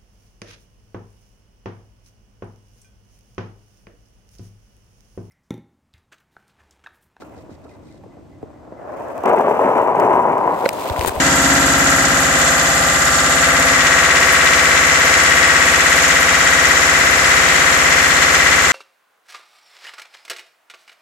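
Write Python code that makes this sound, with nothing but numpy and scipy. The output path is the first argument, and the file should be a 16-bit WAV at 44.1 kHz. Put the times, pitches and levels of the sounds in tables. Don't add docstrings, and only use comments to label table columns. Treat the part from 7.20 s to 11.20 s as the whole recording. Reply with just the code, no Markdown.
import sys
import numpy as np
from scipy import signal
from scipy.fft import rfft, irfft
from scipy.io import wavfile
from scipy.ndimage import uniform_filter1d, minimum_filter1d

SR = 44100
rng = np.random.default_rng(int(sys.argv[2]) if len(sys.argv) > 2 else 0)


def unload_wav(signal):
    wavfile.write(
        sys.argv[1],
        SR,
        np.round(np.clip(np.atleast_2d(signal).T, -1, 1) * 32767).astype(np.int16),
    )


N = 176400
T = np.arange(N) / SR
FREQS = np.arange(N + 1) * SR / (2 * N)

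# frequency in Hz, gain in dB.
FOOT_TONE = [(24, -75), (50, -39), (120, -14.5), (270, -9.5), (335, -8), (385, -4), (470, -6), (550, -6),
             (720, -2), (860, -2.5), (980, 2.5), (1130, -8.5), (1500, -19), (2300, -28), (4500, -55),
             (7000, -60)]


def undb(db):
    return 10 ** (np.asarray(db) / 20)


def unit(x):
    return x / np.sqrt(np.mean(x ** 2))


def follow(curve):
    return undb(np.interp(T, *np.array(curve).T))


def gains(points):
    hz, db = np.array(points).T
    return undb(np.interp(np.log(FREQS + 1), np.log(hz), db))


def through(x, response):
    return irfft(rfft(x, 2 * N) * response)[..., :N]


def colour(x, points):
    cepstrum = irfft(np.log(gains(points)))
    cepstrum[1:N] *= 2
    cepstrum[N + 1:] = 0
    return through(x, np.exp(rfft(cepstrum)))


def delay(seconds):
    return np.exp(-2j * np.pi * FREQS * seconds)


def pan(db):
    return undb(np.array([[db], [-db]]) / 2)


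def fade(t60, size):
    return np.exp(-np.log(1000) * T[:size] / t60)


def ping(hz, t60, size=4000):
    return np.sin(2 * np.pi * hz * T[:size]) * fade(t60, size)


def arch(start, length):
    progress = np.clip((T - start) / length, 0, 1)
    return np.sqrt(np.abs(np.sin(np.pi * progress)))


def pair(width, size):
    mid, side = rng.standard_normal((2, size))
    return np.array([mid + width * side, mid - width * side]) / np.hypot(1, width)


def add(out, start, x):
    i = max(int(start * SR), 0)
    out[:, i:i + x.shape[-1]] += x[..., :max(N - i, 0)]


def steady(x, size=3000):
    power = uniform_filter1d(uniform_filter1d(np.mean(x ** 2, axis=0), size), size)
    return x / np.sqrt(np.abs(power) + 1e-12)


def contact(t60, tail_t60, tail_db, width, size=8000):
    burst = pair(width, size) * fade(t60, size)
    return burst + undb(tail_db) * pair(2 * width, size) * fade(tail_t60, size)


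def shower(per_s, spread_db, t60, tail_t60, tail_db, width, spots=24):
    hits = (rng.random(N) < per_s / SR) * undb(spread_db * np.clip(rng.standard_normal(N), -2, 2))
    struck = rng.integers(0, spots, N)
    out = np.zeros((2, N))
    for spot in range(spots):
        ring = contact(t60, tail_t60, tail_db, width)
        out += signal.oaconvolve((hits * (struck == spot))[None], ring, axes=1)[:, :N]
    return out


def bend(x, travel_s):
    return through(x, np.exp(-4j * np.pi * travel_s * np.sqrt(FREQS * 1000)))


def blow(wall, hz, t60, rattle_db):
    push = undb(rattle_db) * contact(t60, tail_t60=.15, tail_db=-16.5, width=.5, size=4000)
    push[:, 0] += 1
    spot = signal.lfilter(*signal.iirpeak(hz, 1, fs=SR), push)
    ring = signal.fftconvolve(spot, wall[None, :4000], axes=1)
    return ring / np.abs(ring.mean(axis=0)).max()


def from_left(x):
    # frequency in Hz, gain of the side signal in dB.
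    width = [(60, -19), (130, -37), (290, 3), (640, -1), (1400, -7), (2400, -3), (3200, 0), (4500, -6)]
    # frequency in Hz, left minus right in dB.
    balance = [(60, 0), (200, 0), (380, 1), (700, 5), (1290, 2), (2380, -2), (4400, 1)]
    mid = (x[0] + x[1]) / 2
    side = through((x[0] - x[1]) / 2, gains(width))
    left = np.sqrt(gains(balance))
    right = delay(seconds=.00013) / left
    return through(np.array([mid + side, mid - side]), np.array([left, right]))


def woodland_air():
    # frequency in Hz, gain in dB.
    air_tone = [(15, -53), (25, -22.5), (80, 2), (223, -5.5), (309, 2), (476, -15), (591, -12.5),
                (1610, -32), (8360, -41.5), (9320, -47), (10100, -68), (11600, -47), (16000, -69)]
    return unit(colour(pair(.53, N), air_tone)) * undb(-44.5)


def far_bird():
    # middle of the chirp in seconds, relative level in dB.
    calls = [(.132, -59), (.328, -62), (.517, -60), (.715, -65), (.92, -61), (1.132, -63), (1.357, -60),
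             (1.58, -60)]
    half_width_s, top_hz, arch_hz = .016, 2050, 90
    out = np.zeros((2, N))
    from_peak = T[:4400] / half_width_s - 3
    pitch = top_hz - arch_hz * from_peak ** 2
    chirp = np.exp(-from_peak ** 2) * np.sin(2 * np.pi * np.cumsum(pitch) / SR)
    for middle, db in calls:
        rasp = 1 + .7 * unit(uniform_filter1d(rng.standard_normal(len(chirp)), size=140))
        trees = .02 * pair(width=.7, size=16000) * fade(t60=.5, size=16000)
        trees[:, 0] += 1
        call = signal.fftconvolve(trees, (chirp * rasp)[None], axes=1)
        add(out, middle - 3 * half_width_s, undb(db) * call)
    return out


def stirring():
    # start in seconds, length in seconds, level in dB.
    strokes = [(-0.001, 0.038, -52), (0.155, 0.072, -56), (0.296, 0.067, -58.5), (0.433, 0.025, -60),
               (0.476, 0.087, -60), (0.622, 0.17, -60)]
    # frequency in Hz, gain in dB.
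    rustle_tone = [(150, -35), (700, -22), (1350, 1), (2000, 7.5), (2600, -7), (4000, 2.5), (6500, -4),
                   (8500, -2.5), (10200, -14), (12000, -14), (16000, -27)]
    grit = shower(per_s=810, spread_db=4, t60=.0091, tail_t60=.061, tail_db=-11, width=.98, spots=8)
    swells = sum(undb(db) * arch(start, length) for start, length, db in strokes)
    return steady(colour(grit, rustle_tone)) * swells


def tub():
    # time in seconds, relative level in dB.
    tumble_level = [(0, -47), (.17, -45), (.22, -50), (.3, -47), (.37, -53), (.46, -49), (.52, -52),
                    (.57, -49), (.68, -55), (.8, -57), (.96, -51), (1.16, -56), (1.27, -47), (1.38, -49),
                    (1.5, -44), (1.72, -30.5), (2.03, -28.5)]
    # frequency in Hz, gain in dB.
    tumble_tone = [(35, -46), (100, -15), (170, -18), (280, -2.5), (420, -3), (600, 4.5), (850, -3),
                   (1030, -4), (1300, -11.5), (1750, -16.5), (2400, -30), (3300, -44), (6000, -45),
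                   (9000, -70)]
    wall_tone = [(50, -16), (95, 16), (160, 4), (245, 8.5), (350, 3.5), (600, 1), (1200, -19), (3600, -29)]
    # start in seconds, level in dB, pitch in Hz.
    bumps = [(.021, -31, 1200), (.108, -37, 600), (.172, -32, 650), (.186, -33, 500), (.237, -33, 250),
             (.292, -30, 400), (.313, -32, 200), (.453, -33.5, 550), (.629, -37, 400), (.743, -38, 600),
             (.798, -41, 600), (.838, -33, 900), (.861, -36, 500), (.969, -34, 550), (1.229, -23.5, 450),
             (1.284, -36, 650), (1.452, -35, 600), (1.475, -34, 650), (1.521, -26, 450)]
    clacks = [(.022, -34.5, 1380), (.045, -46, 1350), (.446, -53, 1380), (.466, -44, 1300),
              (.493, -51, 2480), (0.554, -43, 920), (.566, -54, 1010), (.688, -55, 2400),
              (0.836, -44, 1100)]
    tumble = shower(per_s=900, spread_db=4, t60=.024, tail_t60=.16, tail_db=-10, width=.45)
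    out = steady(colour(tumble, tumble_tone)) * follow(tumble_level) * undb(1)
    travel_s = .002
    wall = bend(colour(signal.unit_impulse(N), wall_tone), travel_s)
    for start, db, hz in bumps:
        add(out, start - travel_s, undb(db) * blow(wall, hz, t60=.035, rattle_db=-19))
    for start, db, hz in clacks:
        add(out, start, undb(db) * ping(hz, t60=.038))
    return out


def shells():
    # time in seconds, relative level in dB.
    tick_level = [(0, -61.5), (.3, -69), (.9, -74), (1.55, -74), (1.8, -56), (2.02, -55.5), (2.09, -54),
                  (2.2, -51), (2.4, -47.5), (2.58, -48), (2.72, -54), (2.81, -49), (2.9, -47.5),
                  (3.3, -57.5)]
    hard_hits = [(1.979, -25), (2.036, -27), (2.058, -18), (2.061, -24), (2.079, -26), (2.091, -22),
                 (2.097, -24), (2.109, -31), (2.132, -24), (2.137, -29), (2.162, -26), (2.170, -28),
                 (2.186, -25), (2.195, -29), (2.209, -26), (2.214, -28), (2.223, -28), (2.296, -28),
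                 (2.314, -26), (2.435, -30), (2.580, -25), (2.618, -30), (2.632, -29), (2.676, -31),
                 (2.756, -29), (2.799, -14), (2.806, -26), (2.931, -27), (2.995, -31), (3.122, -26),
                 (3.181, -29)]
    # frequency in Hz, gain in dB.
    shell_tone = [(1000, -31), (2500, 11.5), (4200, -13), (5800, -3), (8500, -3), (10200, -8), (12000, -4),
                  (16000, -11)]
    ticks = shower(per_s=530, spread_db=4.5, t60=.01, tail_t60=.14, tail_db=-10, width=.9)
    stream = steady(colour(ticks, shell_tone)) * follow(tick_level) * undb(3)
    clicks = np.zeros((2, N))
    for start, db in hard_hits:
        add(clicks, start, undb(db) * .62 * contact(t60=.009, tail_t60=.07, tail_db=-25, width=.7))
    return stream + colour(clicks, shell_tone)


def leaves():
    # time in seconds, relative level in dB.
    spray_level = [(2.9, -110), (3.15, -63.5), (3.3, -57.5), (3.385, -51), (3.46, -46), (3.51, -51.5),
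                   (3.58, -45), (3.69, -42), (3.745, -47.5), (3.82, -39.5), (3.89, -41.5), (3.925, -47.5),
                   (4, -44.5)]
    # frequency in Hz, gain in dB.
    leaf_tone = [(150, -10), (500, -5), (1300, -8), (2400, 7), (4000, 1), (6000, -4), (8300, 0.5),
                 (10200, -4.5), (12300, -1.5), (16000, -5.5)]
    scrape_tone = [(800, 19.5), (2000, 10.5), (5500, -0.5), (8200, 11), (10200, 7.5), (12500, 4.5),
                   (16000, 5.5)]
    # start in seconds, length in seconds, level in dB, left minus right in dB.
    scrapes = [(3.528, 0.011, -33.5, 3), (3.86, 0.0039, -16.5, 7), (3.87, 0.019, -21, 18),
               (3.891, 0.0071, -21, -2), (3.951, 0.012, -34.5, 13)]
    crackle = shower(per_s=1800, spread_db=5.5, t60=.0066, tail_t60=.052, tail_db=-9.5, width=.73)
    out = steady(colour(crackle, leaf_tone)) * follow(spray_level) * undb(9)
    grit = steady(colour(crackle[[0, 0]], scrape_tone), size=400)
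    grit[1] = through(grit[1], delay(seconds=.00045))
    for start, length, db, pan_db in scrapes:
        out += grit * arch(start, length) * undb(db) * pan(pan_db)
    return out


def phone_thuds():
    # start in seconds, level in dB, pitch in Hz.
    thuds = [(3.702, -17.5, 81.5), (3.784, -16, 75), (3.825, -25, 77), (3.887, -24, 71), (3.967, -21, 64.4)]
    out, t = np.zeros((2, N)), T[:8000]
    peak_s = .008
    swell = (t / peak_s * np.exp(1 - t / peak_s)) ** 2
    channel_phase = np.array([[.8], [0]])
    for start, db, hz in thuds:
        add(out, start, undb(db) * swell * np.sin(2 * np.pi * hz * t + channel_phase))
    return signal.sosfilt(signal.butter(3, 42, "high", fs=SR, output="sos"), out)


def phone_knocks():
    # start in seconds, level in dB, crack pitch in Hz, its t60 in seconds, case ring in dB,
    # left minus right in dB, snap cutoff in Hz, lag of the right port in seconds.
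    knocks = [(3.456, -15, 2100, 0.014, -13, 12, 2500, 0.00031),
              (3.4600, -11, 4060, 0.008, 11.5, -6, 2500, 0.000039),
              (3.4907, -4, 2380, 0.0044, -14, 6, 9000, 0.00041),
              (3.6655, -23, 1940, .0064, -17, 8, 3000, .0004),
              (3.699, -20, 3620, 0.0037, 0.5, -16, 5000, .0001),
              (3.7623, -21.5, 2400, 0.0044, 4, -3, 3500, 0.00012),
              (3.794, -13.5, 3270, 0.0026, -17, 6, 6000, 0.00035),
              (3.811, -9.5, 2450, 0.003, -8, 8, 6000, .00045),
              (3.848, -2.5, 965, 0.0097, -17, 4, 1100, 0.00013),
              (3.8932, -16, 1560, 0.0063, -15, 16, 2500, 0.00034),
              (3.962, -30, 2780, .0049, 4, 12, 4000, 0.00044)]
    # frequency in Hz, relative level in dB, t60 in seconds.
    case_modes = [(541, 0, 0.029), (864, -20, 0.029), (1494, -2, 0.0085), (2000, -4.5, 0.0081)]
    out = np.zeros((2, N))
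    ring = sum(undb(db) * ping(hz, t60) for hz, db, t60 in case_modes)
    for start, db, hz, t60, ring_db, pan_db, snap_hz, lag_s in knocks:
        snap = contact(t60=.0089, tail_t60=.022, tail_db=-33, width=.9, size=4000)
        snap = signal.sosfilt(signal.butter(1, snap_hz, fs=SR, output="sos"), snap)
        hit = undb(db) * pan(pan_db) * (ping(hz, t60) + undb(-5) * snap + undb(ring_db) * ring)
        add(out[:1], start, hit[0])
        add(out[1:], start + lag_s, hit[1])
    return signal.sosfilt(signal.butter(2, 200, "high", fs=SR, output="sos"), out)


def heavy_bounces():
    # start in seconds, relative peak in dB, pitch in Hz.
    bounces = [(2.038, -6.5, 581), (2.062, -4, 690), (2.1, -3, 640), (2.133, -2, 650), (2.146, 2, 676),
               (2.196, 0.5, 662), (2.209, -1, 759), (2.278, -9, 657), (2.296, -7, 627), (2.313, -4, 554),
               (2.393, -4.5, 980), (2.445, -3.5, 746), (2.512, -5.5, 540), (2.598, -9.5, 610),
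               (2.667, -9, 700), (2.691, -7, 657), (2.75, -2.5, 861), (2.794, -11, 1020),
               (2.828, -7.5, 697), (2.909, -14.5, 821), (2.993, -4, 870), (3.053, -4.5, 996),
               (3.084, -3, 960), (3.099, -6, 1010), (3.137, -7, 934), (3.17, -4, 964), (3.276, -2.5, 900),
               (3.305, -9, 888), (3.335, -6, 616), (3.375, -20, 880), (3.423, -11, 764), (3.441, -3.5, 533),
               (3.526, -17, 756), (3.778, -10, 990)]
    out = np.zeros((2, N))
    travel_s = .001
    wall = bend(colour(signal.unit_impulse(N), FOOT_TONE), travel_s)
    for start, db, hz in bounces:
        add(out, start - travel_s, undb(db - 2) * blow(wall, hz, t60=.022, rattle_db=-21))
    return from_left(out)


def slide():
    # time in seconds, relative level in dB.
    drum_level = [(2.06, -14), (2.14, -13), (2.157, -20), (2.17, -15), (2.21, -15.5), (2.235, -19),
                  (2.275, -13), (2.315, -15), (2.34, -19), (2.388, -19), (2.398, -14), (2.51, -14),
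                  (2.54, -18), (2.57, -13), (2.63, -15), (2.655, -20), (2.67, -14.5), (2.72, -16.5),
                  (2.742, -21), (2.8, -13), (2.995, -12.5), (3.025, -18), (3.085, -15), (3.16, -18.5),
                  (3.26, -16.5), (3.334, -18), (3.366, -23), (3.44, -21), (3.474, -29.5), (3.836, -23.5),
                  (3.848, -34), (3.864, -30), (4.0, -28)]
    # frequency in Hz, gain in dB.
    head_tone = [(24, -57), (50, -39), (130, -27), (255, -6), (320, -13.5), (390, 1), (520, -3), (645, 3),
                 (720, -3), (1020, -6), (1250, -12.5), (1950, -23.5), (2700, -29.5), (4500, -50),
                 (7000, -59)]
    pour_s, rise_s, at_foot_s = 2.034, .026, 3.0
    impacts = shower(per_s=950, spread_db=1.5, t60=.017, tail_t60=.18, tail_db=-31.5, width=.24)
    drum = bend(impacts, travel_s=.002014)
    head, foot = unit(colour(drum, head_tone)), unit(colour(drum, FOOT_TONE))
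    descent = np.clip((T - pour_s) / (at_foot_s - pour_s), 0, 1)
    body = steady(from_left((1 - descent) * head + descent * foot), size=800)
    onset = np.clip((T - pour_s) / rise_s, 0, 1)
    return body * follow(drum_level) * onset * undb(.5)


def scene():
    up_the_slide = tub() + stirring() + slide() + heavy_bounces() + shells()
    close_by = leaves() + phone_knocks() + phone_thuds()
    return up_the_slide + close_by + woodland_air() + far_bird()


def record(dry):
    # centre in Hz, width in Hz, gain in dB.
    port_dips = [(10200, 400, -12), (14150, 350, -13)]
    ceiling, window, top_hz = .92, int(.0006 * SR), 15900
    ports_db = sum(db * np.exp(-((FREQS - hz) / width) ** 2) for hz, width, db in port_dips)
    picked_up = through(dry, undb(ports_db))
    peaks = np.abs(picked_up).max(axis=0)
    gain = minimum_filter1d(ceiling / np.maximum(peaks, ceiling), 2 * window)
    gain = uniform_filter1d(uniform_filter1d(gain, window), window)
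    return signal.sosfilt(signal.ellip(10, .2, 80, top_hz, fs=SR, output="sos"), picked_up * gain)


dry = scene()
out = record(dry)
unload_wav(out)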